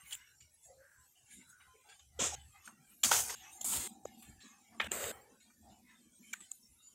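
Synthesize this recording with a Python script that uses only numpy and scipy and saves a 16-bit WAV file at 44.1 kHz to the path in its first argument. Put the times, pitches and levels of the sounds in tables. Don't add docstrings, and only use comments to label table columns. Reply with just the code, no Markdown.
import sys
import numpy as np
from scipy import signal
from scipy.fft import rfft, irfft, next_fast_len
from scipy.io import wavfile
from scipy.ndimage import uniform_filter1d

SR = 44100
rng = np.random.default_rng(int(sys.argv[2]) if len(sys.argv) > 2 else 0)


def output_pcm(signal):
    pcm = np.clip(np.atleast_2d(signal).T, -1, 1) * 32767
    wavfile.write(sys.argv[1], SR, np.round(pcm).astype(np.int16))


def field_ratio(decibels):
    return 10 ** (np.asarray(decibels, dtype=float) / 20)


N = 306054
TIME = np.arange(N) / SR


def unit(x):
    return x / np.sqrt(np.mean(x ** 2))


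def colour(x, table, lo=1, hi=SR):
    size = next_fast_len(len(x))
    f = np.maximum(np.arange(size // 2 + 1) * SR / size, 1)
    hz, db = np.transpose(table)
    edges = 1 / np.sqrt((1 + (lo / f) ** 16) * (1 + (f / hi) ** 16))
    gain = field_ratio(np.interp(np.log(f), np.log(hz), db)) * edges
    return irfft(rfft(x, size) * gain, size)[:len(x)]


def resonance(x, hz, width_hz):
    b, a = signal.iirpeak(hz, hz / width_hz, fs=SR)
    return signal.lfilter(b, a, signal.lfilter(b, a, x))


def evened(x, span_s, share):
    span = int(span_s * SR)
    slow = uniform_filter1d(uniform_filter1d(x ** 2, span), span)
    return unit(x / (slow + 1e-18) ** (np.clip(share, 0, 1) / 2))


def swell(s, db, rise_s, fall_s):
    age = TIME[::44] - np.asarray(s)[:, None]
    rise = np.maximum(rise_s, .002)[..., None]
    fall = np.maximum(fall_s, .002)[:, None]
    pace = np.where(age < 0, -rise, fall)
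    return field_ratio(np.asarray(db)[:, None] - 20 * age / pace)


def smooth(steps):
    return np.interp(TIME, TIME[::44], steps)


def drift(shape, span):
    return uniform_filter1d(uniform_filter1d(rng.standard_normal(shape), span), span)


def streaks(depth_db, hold_s, patchy_db, size=576):
    overlap = size * 3 // 4
    cells = signal.stft(rng.standard_normal(N), nperseg=size, noverlap=overlap)[2]
    span = max(int(hold_s * SR / (size / 4)), 1)
    alone = drift(cells.shape, span)
    shared = uniform_filter1d(drift(cells.shape, span), size=9, axis=0)
    opened = field_ratio(depth_db * np.clip(unit(alone), .35, 1.45) + patchy_db * unit(shared))
    return signal.istft(cells * opened, nperseg=size, noverlap=overlap)[1][:N]


# freq_hz [Hz], level_db [dB per Hz]
ROOM_SPECTRUM = [(18, -42.5), (40, -6.5), (86, 6), (220, -10), (955, -27), (2270, -26.5), (7200, -6.5),
                 (15800, -26.5)]
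# freq_hz [Hz], level_db [dB per Hz]
SELF_NOISE_SPECTRUM = [(100, -3), (300, -2.5), (1000, -15.5), (4500, -17), (5500, -2), (7500, -6.5),
                       (11000, -9.5), (15800, -21)]


def room_floor(plain):
    air = streaks(depth_db=20.5, hold_s=.05, patchy_db=2.5)
    room = unit(colour(air, ROOM_SPECTRUM)) * field_ratio(-77)
    return room + unit(colour(plain, SELF_NOISE_SPECTRUM)) * field_ratio(-80.5)


# freq_hz [Hz], level_db [dB per Hz]
RUB_SPECTRUM = [(180, -37.5), (300, 6.5), (404, -1.5), (519, 2.5), (643, -0.5), (785, 6), (1090, -6),
                (1520, -11.5), (5290, -24.5), (7250, -7.5), (15800, -36)]
# start_s [s], level_db [dB], brightness_oct [octaves above 1 kHz], fall_s [s]
TOUCHES = [(0.0, -67.5, 1, 0.11), (0.0, -73, 4, 0.84), (0.406, -63, 2, 0.085), (1.602, -64.5, 1, 0.11),
           (1.89, -61.5, 2, 0.13), (2.356, -66, 1.65, 0.27), (2.357, -74.5, 1.5, 0.45),
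           (2.681, -60, 0.2, 0.074), (3.355, -60.5, 2, 0.33), (3.354, -61.5, 7, 0.77),
           (3.618, -51, 3, 0.077), (3.882, -57, 4.5, 0.051), (3.881, -62, 2.5, 0.11), (4.059, -67, 2, 0.42),
           (4.059, -61, -9, 0.1), (4.225, -59.5, 4, 0.05), (4.225, -64.5, 1.46, 0.15),
           (4.405, -61.5, 2, 0.32), (4.884, -62.5, 0.9, 0.23), (5.121, -61, 0.5, 0.25),
           (5.12, -62.5, 3.5, 0.13), (5.403, -70, 2, 0.21), (6.341, -60, 1.46, 0.094),
           (6.341, -63.5, 2.5, 0.15), (6.405, -60.5, 2.5, 0.13), (6.405, -63.5, 1.5, 0.08),
           (6.518, -63.5, 3.5, 0.21), (1.995, -63.5, 1.8, 0.056), (5.455, -77, -1, 0.064),
           (5.503, -75, 1, 0.12)]
# peak_s [s], level_db [dB], brightness_oct [octaves above 1 kHz], rise_s [s], fall_s [s]
STROKES = [(0.138, -55, 2.5, 0.033, 0.047), (0.13, -54.5, 1.5, 0.057, 0.053),
           (0.091, -55.5, 4.5, 0.081, .1), (0.064, -64, 1.5, 0.078, 0.088),
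           (1.317, -60.5, 2.12, 0.051, 0.18), (1.322, -62, 6.5, 0.033, 0.17),
           (2.3, -61.5, 1.3, 0.061, 0.12), (1.5, -63.5, 3.2, 0.047, 0.057), (1.186, -78, 2.5, 0.077, 0.15),
           (1.01, -72.5, 4, 0.092, 0.23), (4.2, -66, 3.5, 0.08, 0.1), (3.53, -60.5, 3, 0.074, 0.19),
           (3.39, -69.5, 4.5, 0.04, 0.053), (0.23, -71, 1.9, 0.21, 0.12), (0.654, -63.5, 3, 0.066, 0.082),
           (0.2, -66.5, 1.5, .1, 0.16), (1.42, -66.5, 1.5, 0.037, 0.051), (1.93, -66, 1.4, 0.13, 0.064),
           (0.84, -95, 2, 0.056, 0.1), (1.04, -60, 9, .2, 0.15), (1.346, -62, 3.5, 0.094, 0.083),
           (2.9, -62.5, 4.5, 0.036, 0.17), (2.2, -65, 0.5, 0.067, 0.04), (2.664, -56.5, 2.5, 0.049, 0.07),
           (2.93, -71.5, 1, 0.13, 0.045), (3.015, -61.5, 4.5, 0.25, 0.086), (3.452, -62, 1.2, 0.105, 0.19),
           (4.5, -49, 6.5, 0.3, .05), (4.3, -68.5, 3, 0.24, 0.13), (4.74, -65.5, 0.1, 0.062, 0.17),
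           (4.762, -73.5, 2, 0.27, 0.3), (5.72, -72.5, 1.7, 0.069, 0.11), (5.9, -67, 1.32, 0.076, 0.21),
           (6.32, -64.5, 2.5, 0.26, 0.024), (6.2, -73, 4, 0.2, 0.55), (0.13, -52, 3, 0.036, 0.048),
           (2.56, -68, 0.66, 0.047, 0.39), (3.5, -71.5, 2.15, 0.75, 0.36)]


def rubbing():
    streaky = streaks(depth_db=27.0, hold_s=0.077, patchy_db=3.0)
    plain = rng.standard_normal(N)
    s, db, touch_octave, fall_s = np.transpose(TOUCHES)
    touches = swell(s, db, np.array([.004]), fall_s)
    s, db, stroke_octave, rise_s, fall_s = np.transpose(STROKES)
    gains = np.vstack([touches, swell(s, db, rise_s, fall_s)])
    octaves = np.concatenate([touch_octave, stroke_octave])
    out = np.zeros(N)
    for band in np.arange(-1.15, 3.8, .7):
        share = field_ratio(-7.5 * (octaves - band) ** 2)
        bed = field_ratio(-93 + 3.5 * band)
        lo_hz, hi_hz = 1000 * 2 ** (band - .35), 1000 * 2 ** (band + .35)
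        broken = evened(colour(streaky, RUB_SPECTRUM, lo_hz, hi_hz), span_s=0.15, share=0.88)
        even = unit(colour(plain, RUB_SPECTRUM, lo_hz, hi_hz))
        gain = smooth(np.sqrt(share ** 2 @ gains ** 2 + bed ** 2))
        even_share = np.clip(0.72 - 0.39 * max(band - 1, 0), 0, 1)
        mix = even_share / (1 + (field_ratio(-67.5) / gain) ** 2)
        out += gain * (np.sqrt(1 - mix) * broken + np.sqrt(mix) * even)
    return out


def pitched_noise(table, source, lead):
    out = np.zeros(N)
    for t0, t1, hz, width_hz, db in table:
        part = slice(int(max(t0, 0) * SR), min(int(t1 * SR), N))
        age = np.linspace(0, 1, part.stop - part.start)
        noise = source[part.start:part.stop + lead]
        tone = unit(resonance(noise, hz, width_hz)[lead:])
        out[part] += field_ratio(db) * tone * np.minimum(age / 0.2, 1) * (1 - age) ** 0.53
    return out


# start_s [s], end_s [s], pitch_hz [Hz], width_hz [Hz], level_db [dB]
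WHISTLES = [(0.0, 0.11, 8700, 500, -65), (0.1, 0.165, 9700, 1200, -55), (0.04, 0.2, 15000, 1200, -64),
            (0.97, 1.09, 8100, 560, -67), (1.29, 1.44, 8740, 660, -64), (1.56, 1.85, 8900, 190, -74),
            (1.89, 1.99, 8900, 560, -66), (1.97, 2.16, 6000, 170, -76), (2.36, 2.6, 8000, 550, -67.5),
            (2.4, 2.6, 11100, 810, -73), (3.35, 3.5, 11500, 1200, -68), (3.42, 3.52, 5800, 190, -60.5),
            (3.52, 3.64, 6600, 200, -61.5), (3.5, 3.63, 12400, 1500, -70), (3.36, 3.43, 14000, 1200, -66),
            (4.76, 4.88, 7200, 350, -66), (6.15, 6.7, 10970, 1000, -73.5), (6.68, 6.94, 10500, 1200, -70.5),
            (6.82, 6.94, 7100, 120, -59), (6.22, 6.36, 2290, 200, -67), (6.8, 6.94, 4600, 210, -75.5),
            (6.86, 6.94, 3100, 100, -73.5), (1.15, 1.28, 2930, 250, -71), (1.62, 1.78, 3090, 100, -74.5),
            (2.32, 2.36, 820, 130, -46), (4.25, 4.6, 1710, 180, -71), (0.1, 0.47, 5600, 120, -71.5),
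            (0.62, 0.7, 7600, 900, -60.5), (0.4, 0.51, 5700, 150, -71.5), (0.5, 0.7, 10900, 300, -71.5),
            (6.76, 6.94, 3760, 120, -74), (6.79, 6.9, 2800, 120, -77), (6.78, 6.87, 1300, 90, -79.5),
            (6.62, 6.7, 5500, 130, -67), (3.04, 3.08, 4700, 300, -40), (1.74, 1.86, 2410, 250, -72),
            (2.78, 2.9, 150, 46, -68), (5.3, 5.42, 190, 85, -70), (3.4, 3.62, 350, 126, -71.5)]


def whistles():
    lead = SR // 5
    streaky = streaks(depth_db=18.5, hold_s=0.062, patchy_db=0.8)
    return pitched_noise(WHISTLES, np.concatenate([streaky[:lead], streaky]), lead)


# pitch_hz [Hz], width_hz [Hz], level_db [dB]
GRIP_MODES = [
    [(72.4, 38, 0.5), (110.5, 29, -6), (35, 39, -14)],
    [(224, 74, 7), (296.5, 40, -7.5)],
]
# peak_s [s], level_db [dB], rise_s [s], fall_s [s]
THUDS = [(0.05, -71, 0.18, 0.36), (1.57, -84, 0.27, 0.1), (2.21, -51.5, 0.036, 0.19),
         (2.348, -55, 0.23, 0.11), (2.47, -65, 0.12, 0.16), (3.07, -57.5, 0.03, 0.34),
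         (3.17, -56.5, 0.12, 0.23), (3.8, -52.5, 0.15, 0.064), (4.05, -64, 0.089, 0.088),
         (4.31, -56.5, 0.066, 0.091), (4.85, -59, 0.097, 0.37), (5.07, -58.5, 0.25, 0.12),
         (0.45, -70.5, .15, .12), (0.7, -73.5, .1, 0.092), (1.0, -76, 0.078, 0.092),
         (1.35, -71, 0.092, 0.089), (1.7, -73, 0.21, 0.14), (5.699, -69, 0.14, 0.21),
         (6.73, -73.5, 0.27, 0.096)]
# peak_s [s], level_db [dB], rise_s [s], fall_s [s]
BOOMS = [(1.391, -61.5, 0.086, 0.092), (2.219, -45, 0.03, 0.049), (2.7, -68, 0.085, 0.55),
         (3.05, -52, 0.016, 0.24), (3.67, -56.5, 0.071, 1), (4.2, -62.5, 0.3, 0.22),
         (4.441, -55.5, 0.021, 0.049), (4.85, -52.5, 0.13, 0.26), (5.08, -56.5, 0.19, 0.087),
         (5.7, -66, 0.54, 0.59), (6.33, -64.5, 0.84, 0.17), (6.7, -76, 0.58, 0.19),
         (6.94, -73, 0.11, 0.091)]


def grip():
    out = np.zeros(N)
    for modes, events, bed_db in zip(GRIP_MODES, (THUDS, BOOMS), (-90.5, -100.5)):
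        unsteady = unit(uniform_filter1d(rng.standard_normal(N), 1500))
        shake = rng.standard_normal(N) * field_ratio(5.5 * unsteady)
        body = sum(field_ratio(db) * unit(resonance(shake, hz, width_hz)) for hz, width_hz, db in modes)
        gain = np.sqrt((swell(*np.transpose(events)) ** 2).sum(axis=0) + field_ratio(bed_db) ** 2)
        out += evened(body, span_s=0.1, share=0.7) * smooth(gain)
    return out


# start_s [s], end_s [s], pitch_hz [Hz], width_hz [Hz], level_db [dB]
HUMS = [(0.674, 0.873, 540, 66, -60.5), (0.651, 0.78, 710, 110, -66.5), (0.772, 1.085, 1600, 360, -66),
        (0.95, 1.07, 1015, 32, -73), (0.085, 0.38, 1590, 270, -66.5), (1.442, 1.76, 1460, 210, -65.5),
        (1.648, 1.83, 1030, 18, -68), (1.736, 1.83, 450, 67, -67.5), (3.3, 4.43, 780, 106, -63.5),
        (4.466, 4.78, 797, 79, -74.5), (4.89, 5.38, 463, 140, -61.5), (5.621, 5.82, 737, 180, -63),
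        (5.1, 5.26, 14500, 1100, -70), (0.68, 0.74, 2000, 77, -77), (1.839, 1.97, 790, 170, -67),
        (4.42, 4.62, 1135, 230, -68.5), (1.15, 1.26, 710, 62, -79.5), (2.35, 2.49, 810, 74, -69.5),
        (1.86, 1.93, 445, 110, -73), (4.051, 4.06, 6770, 300, -46.5), (3.04, 3.26, 120, 35, -57.5),
        (3.115, 3.17, 1440, 200, -41.5), (3.24, 3.35, 790, 150, -59.5), (2.006, 2.62, 75, 20, -59),
        (4.25, 4.4, 73, 17, -64.5)]


def hums():
    lead = SR // 5
    return pitched_noise(HUMS, rng.standard_normal(N + lead), lead)


# freq_hz [Hz], level_db [dB per Hz]
PAPER_SPECTRUM = [(150, -33.5), (250, 23), (428, -11), (536, 10.5), (684, 4), (967, 14.5), (1060, -32.5),
                  (1810, -21.5), (2110, -24), (3320, 9.5), (4860, -17), (7360, 8), (9720, -32),
                  (14500, -10), (15800, -24)]


def knocks(table, rise_ms, fall_ms):
    out, size = np.zeros(N), 2048
    t = (np.arange(size) - size // 4) / SR
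    shape = np.exp(-(1000 * t / np.where(t < 0, rise_ms, fall_ms)) ** 2)
    for s, knock_db, hz, crack_db, tick_db in table:
        noise = rng.standard_normal((3, size))
        rough = unit(resonance(noise[0], hz, .9 * hz))
        knock = np.sin(2 * np.pi * hz * t + noise[0, 0]) + 0.32 * rough
        crack = colour(noise[1], PAPER_SPECTRUM, 2700, 5500)
        tick = colour(noise[2], PAPER_SPECTRUM, 5500, 15800)
        start = int((s + rise_ms / 1000) * SR) - size // 4
        for part, db in ((knock, knock_db), (crack, crack_db - 10.5), (tick, tick_db + 3.0)):
            out[start:start + size] += field_ratio(db) * shape * part / np.abs(shape * part).max()
    return out


# start_s [s], knock_db [dB peak], pitch_hz [Hz], crack_db [dB], tick_db [dB]
SNAPS = [(0.108, -55, 2020, -33, -65), (0.116, -55, 2020, -40, -61), (0.124, -37.5, 2960, -31, -46),
         (0.127, -39, 3370, -41, -41.5), (0.133, -47, 2250, -29, -54), (2.191, -34, 474, -24.5, -49),
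         (2.676, -40.5, 1480, -70, -51), (3.035, -29, 2400, -10, -19.5), (3.045, -43.5, 2250, -17, -30),
         (3.091, -36.5, 1110, -34.5, -43.5), (3.296, -39.5, 1970, -38, -50), (3.302, -43.5, 910, -38, -38),
         (3.611, -47, 734, -32, -33.5), (3.63, -57, 790, -41, -49), (3.644, -45, 764, -54, -37),
         (3.734, -39, 960, -29, -50), (4.8, -31, 1090, -37, -64), (4.8, -29, 2240, -27, -66.5),
         (4.803, -29, 1865, -31, -66), (4.811, -28, 2380, -38, -64), (4.815, -34, 2500, -41, -65.5),
         (4.821, -39.5, 1900, -45, -60.5), (4.843, -44, 610, -33, -59.5), (6.329, -41, 2340, -54, -41),
         (6.333, -31, 2300, -41, -34.5), (6.337, -35, 1560, -58, -44), (6.513, -63.5, 1200, -46, -41.5)]


def snaps():
    return knocks(SNAPS, rise_ms=2.6, fall_ms=3.2)


# start_s [s], level_db [dB peak], ring_hz [Hz], dull_db [dB]
FLICKS = [(3.1128, -24.5, 6240, -25), (4.223, -47, 10500, -12), (0.13, -30, 8800, -6),
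          (0.15, -40, 15000, -9), (0.15, -34, 9400, -6), (6.404, -52, 7000, -4), (2.2043, -26, 7400, -8),
          (2.2385, -25, 7200, -8), (3.0448, -20, 7600, -10), (3.035, -23, 13000, -19.5),
          (4.9157, -17.5, 7450, -13), (5.0393, -28, 7240, -3), (3.7335, -39, 7500, 9),
          (4.8423, -45, 7800, 3), (6.5146, -23.5, 7470, -31)]


def flicks():
    out, t = np.zeros(N), np.arange(-128, 256) / SR
    shape = np.exp(-(t / np.where(t < 0, .0004, .0007)) ** 2)
    for s, db, hz, dull_db in FLICKS:
        dull = field_ratio(dull_db) * np.cos(2 * np.pi * 3000 * t)
        start = int((s + .0024) * SR) - 128
        out[start:start + len(t)] += field_ratio(db - 2.0) * shape * (np.cos(2 * np.pi * hz * t) + dull)
    return out


def window(t0, t1, edge_s):
    return np.clip(np.minimum(TIME - t0, t1 - TIME) / edge_s + .5, 0, 1)


# time_s [s], slide_db [dB], flex_db [dB that lifts the duller parts]
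RUSTLES = [
    [(2.193, -48, 3), (2.204, -43.5, 5.5), (2.24, -41, 2), (2.268, -40.5, -0.5), (2.29, -47, -0.5),
     (2.33, -53, 0), (2.346, -50, 1.5), (2.353, -58, 5.5)],
    [(3.034, -34.5, 0), (3.042, -40, 4), (3.046, -31.5, -1.5), (3.06, -35, -3), (3.085, -37, -6),
     (3.108, -41, -2), (3.114, -36, -3)],
    [(3.114, -33.5, 7.5), (3.134, -36, 8), (3.17, -35.5, 3.5), (3.204, -36.5, -0.5), (3.23, -43, -1.5),
     (3.28, -47, -0.5), (3.303, -47, 8), (3.32, -50, 7), (3.351, -53, 9.5)],
    [(3.644, -39.5, -9), (3.69, -39, -8), (3.73, -37.5, -5), (3.768, -39, 0), (3.79, -43, -1),
     (3.86, -46.5, 0.5), (3.877, -47, 2)],
    [(4.8, -62.5, 22.5), (4.809, -69, 14.5), (4.83, -69, 13), (4.842, -60.5, 2), (4.86, -60, -1),
     (4.874, -56.5, -3.5)],
    [(4.914, -48.5, 8.5), (4.93, -45, 1.5), (4.99, -50, 4.5), (5.03, -48.5, 5.5), (5.06, -47, 3.5),
     (5.095, -51, 5.5), (5.117, -53, 7.5)],
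]
# freq_hz [Hz], level_db [dB per Hz]
SHEETS = [
    [(150, -40), (560, -21.5), (1150, -28.5), (3490, -12.5), (4450, -26), (7300, 0.5), (9720, -15),
     (15800, -19)],
    [(150, -37), (250, -1.5), (399, -27.5), (595, -11.5), (3320, -9.5), (4150, -11), (6640, -1),
     (15800, -8)],
    [(150, -48), (300, -18), (940, -6.5), (1300, -14.5), (3200, -12.5), (4500, -16.5), (6520, -4.5),
     (15800, -7.5)],
    [(150, -32.5), (250, 9.5), (459, -4.5), (1500, -2), (3430, 8), (5880, -3), (7490, 4), (15800, -7)],
    [(150, -39.5), (250, -10), (606, 8), (1520, -3), (3500, -4), (4770, -35.5), (10600, -33), (15800, -26)],
    [(250, -14), (536, -4), (951, -17.5), (1810, -9), (5600, -20.5), (7600, 4.5), (10500, -9.5), (14500, 1)],
]
# body_db [dB], scrape_db [dB], air_db [dB above the hiss],
# air_fade [dB of air lost per dB the slide weakens], dips [depth of the port dips, factor]
RUSTLE_PARTS = [(-6, 1, -15.5, 0, 0.43), (-11, -1.5, -6.5, .35, 0.33), (-12.5, -5.5, -4.5, 0.15, .55),
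                (-11, -6.5, -5, 0.2, 1.8), (3.5, 12.5, -15, -1.2, .9), (-2.5, -3.5, -5.5, -0.6, 2.5)]
RUSTLE_TOP_HZ = [15650, 15940, 15850, 15900, 15700, 15220]
# low_hz [Hz], high_hz [Hz]
RUSTLE_EDGES_HZ = [
    (5900, 9300),
    (300, 1300),
    (1300, 5900),
    (9300, 17000),
]
# freq_hz [Hz], level_db [dB]
PORT = [(4500, -2), (5300, -3), (5850, -7.5), (6250, -2.5), (8700, -1), (9700, -6.5), (10700, 0.5)]


def rustle(plain):
    catches = unit(uniform_filter1d(rng.exponential(size=N) ** 3, size=40))
    wavering = unit(uniform_filter1d(rng.standard_normal(N), size=90))
    flicker = field_ratio(0.8 * wavering + 1.2 * catches)
    streaky = unit(streaks(depth_db=14.0, hold_s=0.14, patchy_db=3.0))
    out = np.zeros(N)
    for table, sheet, parts, top_hz in zip(RUSTLES, SHEETS, RUSTLE_PARTS, RUSTLE_TOP_HZ):
        body_db, scrape_db, air_db, air_fade, dips = parts
        s, slide_db, flex_db = np.transpose(table)
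        part = slice(int((s[0] - .1) * SR), int((s[-1] + .1) * SR))
        slide = np.interp(TIME[part], s, slide_db)
        flex = np.interp(TIME[part], s, flex_db)
        air = slide + air_db + air_fade * (slide - max(slide_db))
        levels = (slide, slide + flex + body_db, slide + flex + scrape_db, air)
        port = [(hz, dips * db) for hz, db in PORT]
        opened = window(s[0], s[-1], edge_s=.004)[part]
        for db, edges in zip(levels, RUSTLE_EDGES_HZ):
            whole = 1 / (1 + field_ratio(2 * (-47 - db)))
            fibres = np.sqrt(whole) * plain[part] + np.sqrt(1 - whole) * streaky[part]
            bent = colour(fibres * flicker[part], sheet)
            bent = colour(bent, [(top_hz - 150, 0), (top_hz + 150, -45)])
            band = evened(colour(bent, port, *edges), span_s=.06, share=0.65)
            out[part] += opened * field_ratio(db) * band
    return out


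# start_s [s], knock_db [dB peak], pitch_hz
# [Hz], crack_db [dB], tick_db [dB]
SLAPS = [
    (3.1145, -20, 880, -21, -33),
    (3.1155, -19.5, 1440, -16, -33.5),
    (3.115, -28.5, 600, -30, -40),
    (5.04, -42, 900, -42, -55),
]


def slaps():
    return knocks(SLAPS, rise_ms=.9, fall_ms=4.5)


# start_s [s], knock_db [dB peak], pitch_hz [Hz], crack_db [dB], tick_db [dB]
TAPS = [
    (4.054, -29.5, 518, -59, -51),
    (5.113, -43, 1500, -40, -57),
]


def taps():
    return knocks(TAPS, rise_ms=1.6, fall_ms=1.95)


def scene():
    plain = rng.standard_normal(N)
    mono = room_floor(plain) + colour(rubbing(), PORT) + whistles() + grip() + hums()
    mono += snaps() + flicks() + rustle(plain) + slaps() + taps()
    return np.array([mono, mono])


def roll_off(x):
    return signal.sosfilt(signal.butter(12, 17000, fs=SR, output="sos"), x)


def record(dry):
    low_pass = signal.ellip(10, .2, 60, 15900, fs=SR, output="sos")
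    return roll_off(signal.sosfilt(low_pass, dry))


dry = scene()
out = record(dry)
output_pcm(out)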